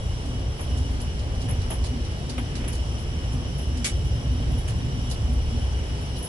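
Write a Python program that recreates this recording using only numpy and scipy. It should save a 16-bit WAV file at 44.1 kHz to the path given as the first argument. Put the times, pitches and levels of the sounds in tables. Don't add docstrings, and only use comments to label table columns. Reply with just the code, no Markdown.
import sys
import numpy as np
from scipy import signal
from scipy.fft import rfft, irfft, next_fast_len
from scipy.io import wavfile
from scipy.ndimage import uniform_filter1d

SR = 44100
rng = np.random.default_rng(int(sys.argv[2]) if len(sys.argv) > 2 else 0)


def invert_db(level):
    return 10 ** (np.asarray(level, dtype=float) / 20)


def int16_out(signal):
    q = np.round(np.clip(np.atleast_2d(signal).T, -1, 1) * 32767)
    wavfile.write(sys.argv[1], SR, q.astype(np.int16))


N = 277213
SIZE = next_fast_len(N)
HZ = np.arange(SIZE // 2 + 1) * SR / SIZE
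TIME = np.arange(N) / SR


def unit(x):
    return x / np.sqrt(np.mean(x ** 2))


def slope(points):
    hz, db = np.transpose(points)
    return invert_db(np.interp(np.log(HZ + 1), np.log(hz), db))


def bumps(modes):
    power = 0
    for hz, width, db in modes:
        offset = (HZ - hz) / (width / 2)
        power = power + invert_db(db) ** 2 / width / (1 + offset ** 2) ** 2
    return np.sqrt(power)


def cabin_noise(gain, closer=0.):
    lag_s = 11 / SR
    # frequency in Hz, share of the power common to both.
    alike = [(60, 0.98), (130, 0.95), (270, 0.89), (570, 0.78), (1000, 0.52), (4000, 0.046), (7000, 0.38),
             (11000, 0.29)]
    hz, share = np.transpose(alike)
    share = np.clip(np.interp(np.log(HZ + 1), np.log(hz), share) + closer, 0, 1)
    common, left, right = rng.standard_normal((3, len(HZ))) + 1j * rng.standard_normal((3, len(HZ)))
    together = np.array([common * np.exp(-2j * np.pi * HZ * lag_s), common])
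    apart = np.array([left, right])
    pair = np.sqrt(share) * together + np.sqrt(1 - share) * apart
    return unit(irfft(pair * gain, SIZE)[:, :N])


def walk(rate):
    hold = int(SR / rate)
    steps = np.repeat(rng.standard_normal(N // hold + 1), hold)
    return unit(uniform_filter1d(uniform_filter1d(steps, hold), hold)[:N])


def evened(x, hold_s, share):
    power = uniform_filter1d(np.mean(x ** 2, axis=0), int(hold_s * SR)) + 1e-9
    return unit(x * power ** (-share / 2))


def hull_rumble():
    # start in seconds, deep rumble level in dB, upper rumble level in dB.
    swell = [(0.0, -28, -34.5), (0.5, -27.5, -32.5), (0.9, -27, -35.5), (1.45, -25.5, -33.5),
             (1.9, -27, -32.5), (2.25, -31, -36), (2.7, -27, -35.5), (3.1, -28, -34), (3.55, -26, -31),
             (3.84, -25.5, -36), (3.88, -37, -45), (3.93, -26.5, -30.5), (4.4, -24.5, -30),
             (4.9, -28.5, -30), (5.35, -24.5, -32), (5.75, -28, -35), (6.13, -27, -33), (6.29, -36, -43)]
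    # frequency in Hz, relative density in dB per Hz.
    rumble_colour = [(12, -39), (28, -9.5), (54, -2.5), (70, 1), (100, -4.5), (130, -66), (220, -120)]
    # frequency in Hz, width in Hz, relative level in dB.
    upper_modes = [(114, 22.5, 0), (136.3, 22, -6), (178.4, 19.4, -13.5)]
    s, *columns = np.transpose(swell)
    deep_db, upper_db = (np.interp(TIME, s, column) for column in columns)
    hum_hz = 59.2 * (1 + 0.01885 * walk(3.6))
    hum = np.sqrt(2) * np.sin(2 * np.pi * np.cumsum(hum_hz) / SR)
    hum_db = -5.5
    deep = evened(cabin_noise(slope(rumble_colour)) + invert_db(hum_db) * hum, 0.3, 0.49)
    upper = evened(cabin_noise(bumps(upper_modes)), 0.3, 0.82)
    return invert_db(deep_db + 1.3 * walk(9)) * deep + invert_db(upper_db + 1.54 * walk(9)) * upper


def panel_drone():
    # frequency in Hz, width in Hz, relative level in dB.
    drone_modes = [(239.7, 19.6, 0.5), (257.6, 47, 0)]
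    # time in seconds, level in dB.
    throb = [(0.07, -50), (0.33, -37), (0.56, -56.5), (0.72, -38.5), (0.99, -37), (1.12, -50), (1.42, -37),
             (1.8, -47), (1.97, -34), (2.15, -57), (2.42, -32.5), (2.51, -53.5), (2.61, -35), (2.9, -49),
             (3.25, -45.5), (3.39, -34.5), (3.53, -49.5), (3.86, -37), (4.0, -56.5), (4.2, -37),
             (4.35, -36), (4.53, -35.5), (4.69, -57), (4.85, -31.5), (4.91, -51), (4.97, -32.5),
             (5.17, -51), (5.3, -34), (5.46, -46), (5.57, -32.5), (5.67, -46.5), (6.29, -48)]
    drone = evened(cabin_noise(bumps(drone_modes)), 0.32, 0.96)
    return invert_db(np.interp(TIME, *np.transpose(throb)) + 1.2 * walk(6.5)) * drone


def air_hiss():
    # frequency in Hz, relative density in dB per Hz.
    air_colour = [(88, -13), (150, -3), (244, -10), (292, -11.5), (338, -9), (435, -10.5), (761, -16),
                  (1380, -23), (2690, -24.5), (3000, -23), (3530, -28.5), (5740, -28.5), (6520, -36),
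                  (10400, -34.5), (11200, -61), (14600, -70), (22000, -120)]
    hiss_db = -37
    swell, hiss = walk(1.91), 0
    air = rfft(cabin_noise(slope(air_colour)), SIZE)
    for octave in range(7, 15):
        band = np.cos(np.pi / 2 * np.clip(np.log2(HZ + 1) - octave, -1, 1)) ** 2
        level = invert_db(hiss_db + 0.2 * swell + 0.72 * walk(11))
        hiss = hiss + level * irfft(air * band, SIZE)[:, :N]
    return hiss


def whines():
    whine_hz = [2934, 2980, 3074, 3327, 3050, 3760, 5330, 5745, 5850, 7400, 10150, 10750]
    # width in Hz, level in dB.
    whine_shapes = [(41, -52), (27, -59), (51, -59.5), (35, -59), (650, -53), (120, -62), (380, -54),
                    (70, -59), (79.6, -56), (190, -64.5), (120, -61), (320, -61.5)]
    modes = [(hz, *shape) for hz, shape in zip(whine_hz, whine_shapes)]
    out = 0
    for family in (modes[0::2], modes[1::2]):
        family_db = 10 * np.log10(sum(invert_db(db) ** 2 for _, _, db in family))
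        waver = invert_db(family_db + 1.0 * walk(12) + 0.8 * walk(2))
        out = out + waver * cabin_noise(bumps(family), 0.12)
    return out


def struck(gain, hits, rise_s, pan_db):
    echo_end_s, echo_fade_s, pan_scatter_db = 0.069, 0.003, 1.1
    power, age = np.zeros((2, N + SR)), np.arange(SR // 8) / SR
    end = 1 / (1 + np.exp((age - echo_end_s) / echo_fade_s))
    direct = 1 + 0.34 * np.exp(-age / 0.005)
    onset = (1 - np.exp(-age / rise_s)) * direct * end
    noise = cabin_noise(gain, -0.19)
    pans_db = pan_db + pan_scatter_db * rng.standard_normal(len(hits))
    for (s, db, t60), side_db in zip(hits, pans_db):
        sides = invert_db(db + np.array([[side_db], [-side_db]]) / 2)
        decay = np.exp(-np.log(1000) * age / t60)
        start = int(s * SR)
        power[:, start:start + len(age)] += (sides * onset * decay) ** 2
    return np.sqrt(power[:, :N]) * noise


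def two_toned(first, second, hits, rise_s, pan_db):
    first_hits = [(s, db, t60) for s, db, _, t60 in hits]
    second_hits = [(s, db, t60) for s, _, db, t60 in hits]
    return struck(first, first_hits, rise_s, pan_db) + struck(second, second_hits, rise_s, pan_db)


def lasting(rows, t60_s):
    return [(*row, t60_s) for row in rows]


def faint(db):
    when, size = rng.random((6, 2)).T
    return list(zip(when * N / SR, db + 3 * (2 * size - 1)))


def tackle_tinkles():
    # frequency in Hz, width in Hz, relative level in dB.
    tackle_modes = [(10730, 370, 2.5), (10730, 530, 6), (9870, 270, -5.5), (6800, 300, -12)]
    # start in seconds, level in dB.
    tinkle_hits = [(0.5754, -47), (0.605, -38.5), (1.0124, -43), (1.486, -40), (1.5025, -38.5),
                   (1.7004, -32.5), (1.725, -36.5), (2.3804, -41), (2.6768, -34.5), (2.7194, -42),
                   (2.9981, -50.5), (3.3223, -45.5), (3.5778, -43), (3.6094, -44.5), (3.8442, -40),
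                   (3.8554, -33.5), (4.0444, -46), (4.5126, -47), (4.579, -42), (4.6768, -46),
                   (5.1123, -41), (5.3294, -48), (6.1624, -49), (6.1794, -41), (6.2244, -35), (6.2407, -33)]
    hits = lasting(tinkle_hits + faint(-52), 0.16)
    return struck(bumps(tackle_modes), hits, rise_s=0.003, pan_db=2.7)


def handle_knocks():
    # start in seconds, 1-3.5 kHz level in dB, 0.4-1 kHz level in dB,
    # decay time t60 in seconds.
    knock_hits = [(0.5926, -43, -37, .3), (1.4845, -41.5, -38, .18), (1.5014, -44, -37.5, 0.28),
                  (1.7033, -38.5, -31, 0.19), (1.7154, -38, -33, 0.18), (1.7494, -49, -39, 0.092),
                  (1.8404, -47, -38, .2), (2.295, -48, -40, .18), (2.379, -31, -32.5, 0.11),
                  (2.552, -43.5, -45, .18), (2.602, -43, -42, .3), (2.6394, -42, -43, .3),
                  (2.6764, -40.5, -42, 0.32), (3.5848, -47, -42, .16), (4.6764, -40.5, -44, .25)]
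    # frequency in Hz, relative density in dB per Hz.
    knock_high = [(700, -18), (1100, 1), (2200, 2.5), (3300, 2.5), (4500, -17.5)]
    knock_low = [(250, 1.5), (450, 0), (700, 2.5), (1100, -5.5), (1600, -24.5)]
    return two_toned(slope(knock_high), slope(knock_low), knock_hits, rise_s=0.0013, pan_db=0)


def reel_clicks():
    # start in seconds, 3.5-6 kHz level in dB, 6-10 kHz level in dB.
    click_hits = [(0.7714, -46, -41.5), (1.0016, -43, -44), (1.1894, -43.5, -51.5), (1.4144, -42.5, -44),
                  (1.6154, -44, -50), (1.7034, -52, -47), (1.839, -36, -40), (1.8574, -42, -43),
                  (2.0454, -44.5, -50), (2.2936, -35, -39), (2.5526, -36.5, -41.5), (2.6764, -46, -41),
                  (2.7277, -45, -40.5), (2.7494, -44, -42), (3.3194, -54, -45), (3.7694, -44, -44),
                  (4.6773, -46, -39), (4.6944, -45, -46), (5.0984, -45, -37.5), (5.1094, -34.5, -40.5),
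                  (6.1604, -41.5, -51)]
    # frequency in Hz, relative density in dB per Hz.
    click_low = [(2800, -13), (3800, -0.5), (4900, 2), (6000, -3.5), (7500, -15.5)]
    click_high = [(4800, -38), (6200, 0.5), (8000, -1.5), (10500, 3), (11500, -6.5)]
    small = [(s, db, db) for s, db in faint(-51)]
    hits = lasting(click_hits + small, 0.16)
    return two_toned(slope(click_low), slope(click_high), hits, rise_s=0.002, pan_db=-3)


def bail_snap():
    # start in seconds, broad clack level in dB, ringing level in dB.
    bail_hits = [(3.843, -23.5, -27), (3.855, -27.5, -32)]
    # frequency in Hz, relative density in dB per Hz.
    clack_colour = [(290, -37), (500, -13), (985, -12), (2210, -3), (2550, -5), (3360, -5), (3880, -6),
                    (6530, -6), (10600, -7), (11300, -23), (14700, -42), (22000, -120)]
    # frequency in Hz, width in Hz, relative level in dB.
    ring_modes = [(2267, 62, 3.5), (2810, 160, -13), (3250, 39, -2), (3490, 56, -1), (4580, 45, 2.5),
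                  (5450, 160, 3), (5750, 46, -7), (6340, 27, -11), (6410, 23, -5), (6650, 29, -1),
                  (6800, 34, -3), (7390, 29, -16), (7930, 79, -7), (7970, 21, 2), (9120, 45, -17),
                  (9530, 31, -8)]
    hits = lasting(bail_hits, 0.21)
    return two_toned(slope(clack_colour), bumps(ring_modes), hits, rise_s=0.0021, pan_db=0.5)


def handling():
    flicker = invert_db(1.1 * walk(500))
    return flicker * (tackle_tinkles() + handle_knocks() + reel_clicks() + bail_snap())


def scene():
    machinery = hull_rumble() + panel_drone()
    ventilation = air_hiss() + whines()
    return machinery + ventilation + handling()


def band_limit(x):
    return signal.sosfilt(signal.butter(12, 11850, fs=SR, output="sos"), x)


def record(dry):
    steep = signal.ellip(12, 0.2, 85, 11125, fs=SR, output="sos")
    cut = signal.sosfilt(steep, dry)
    return band_limit(cut)


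dry = scene()
out = record(dry)
int16_out(out)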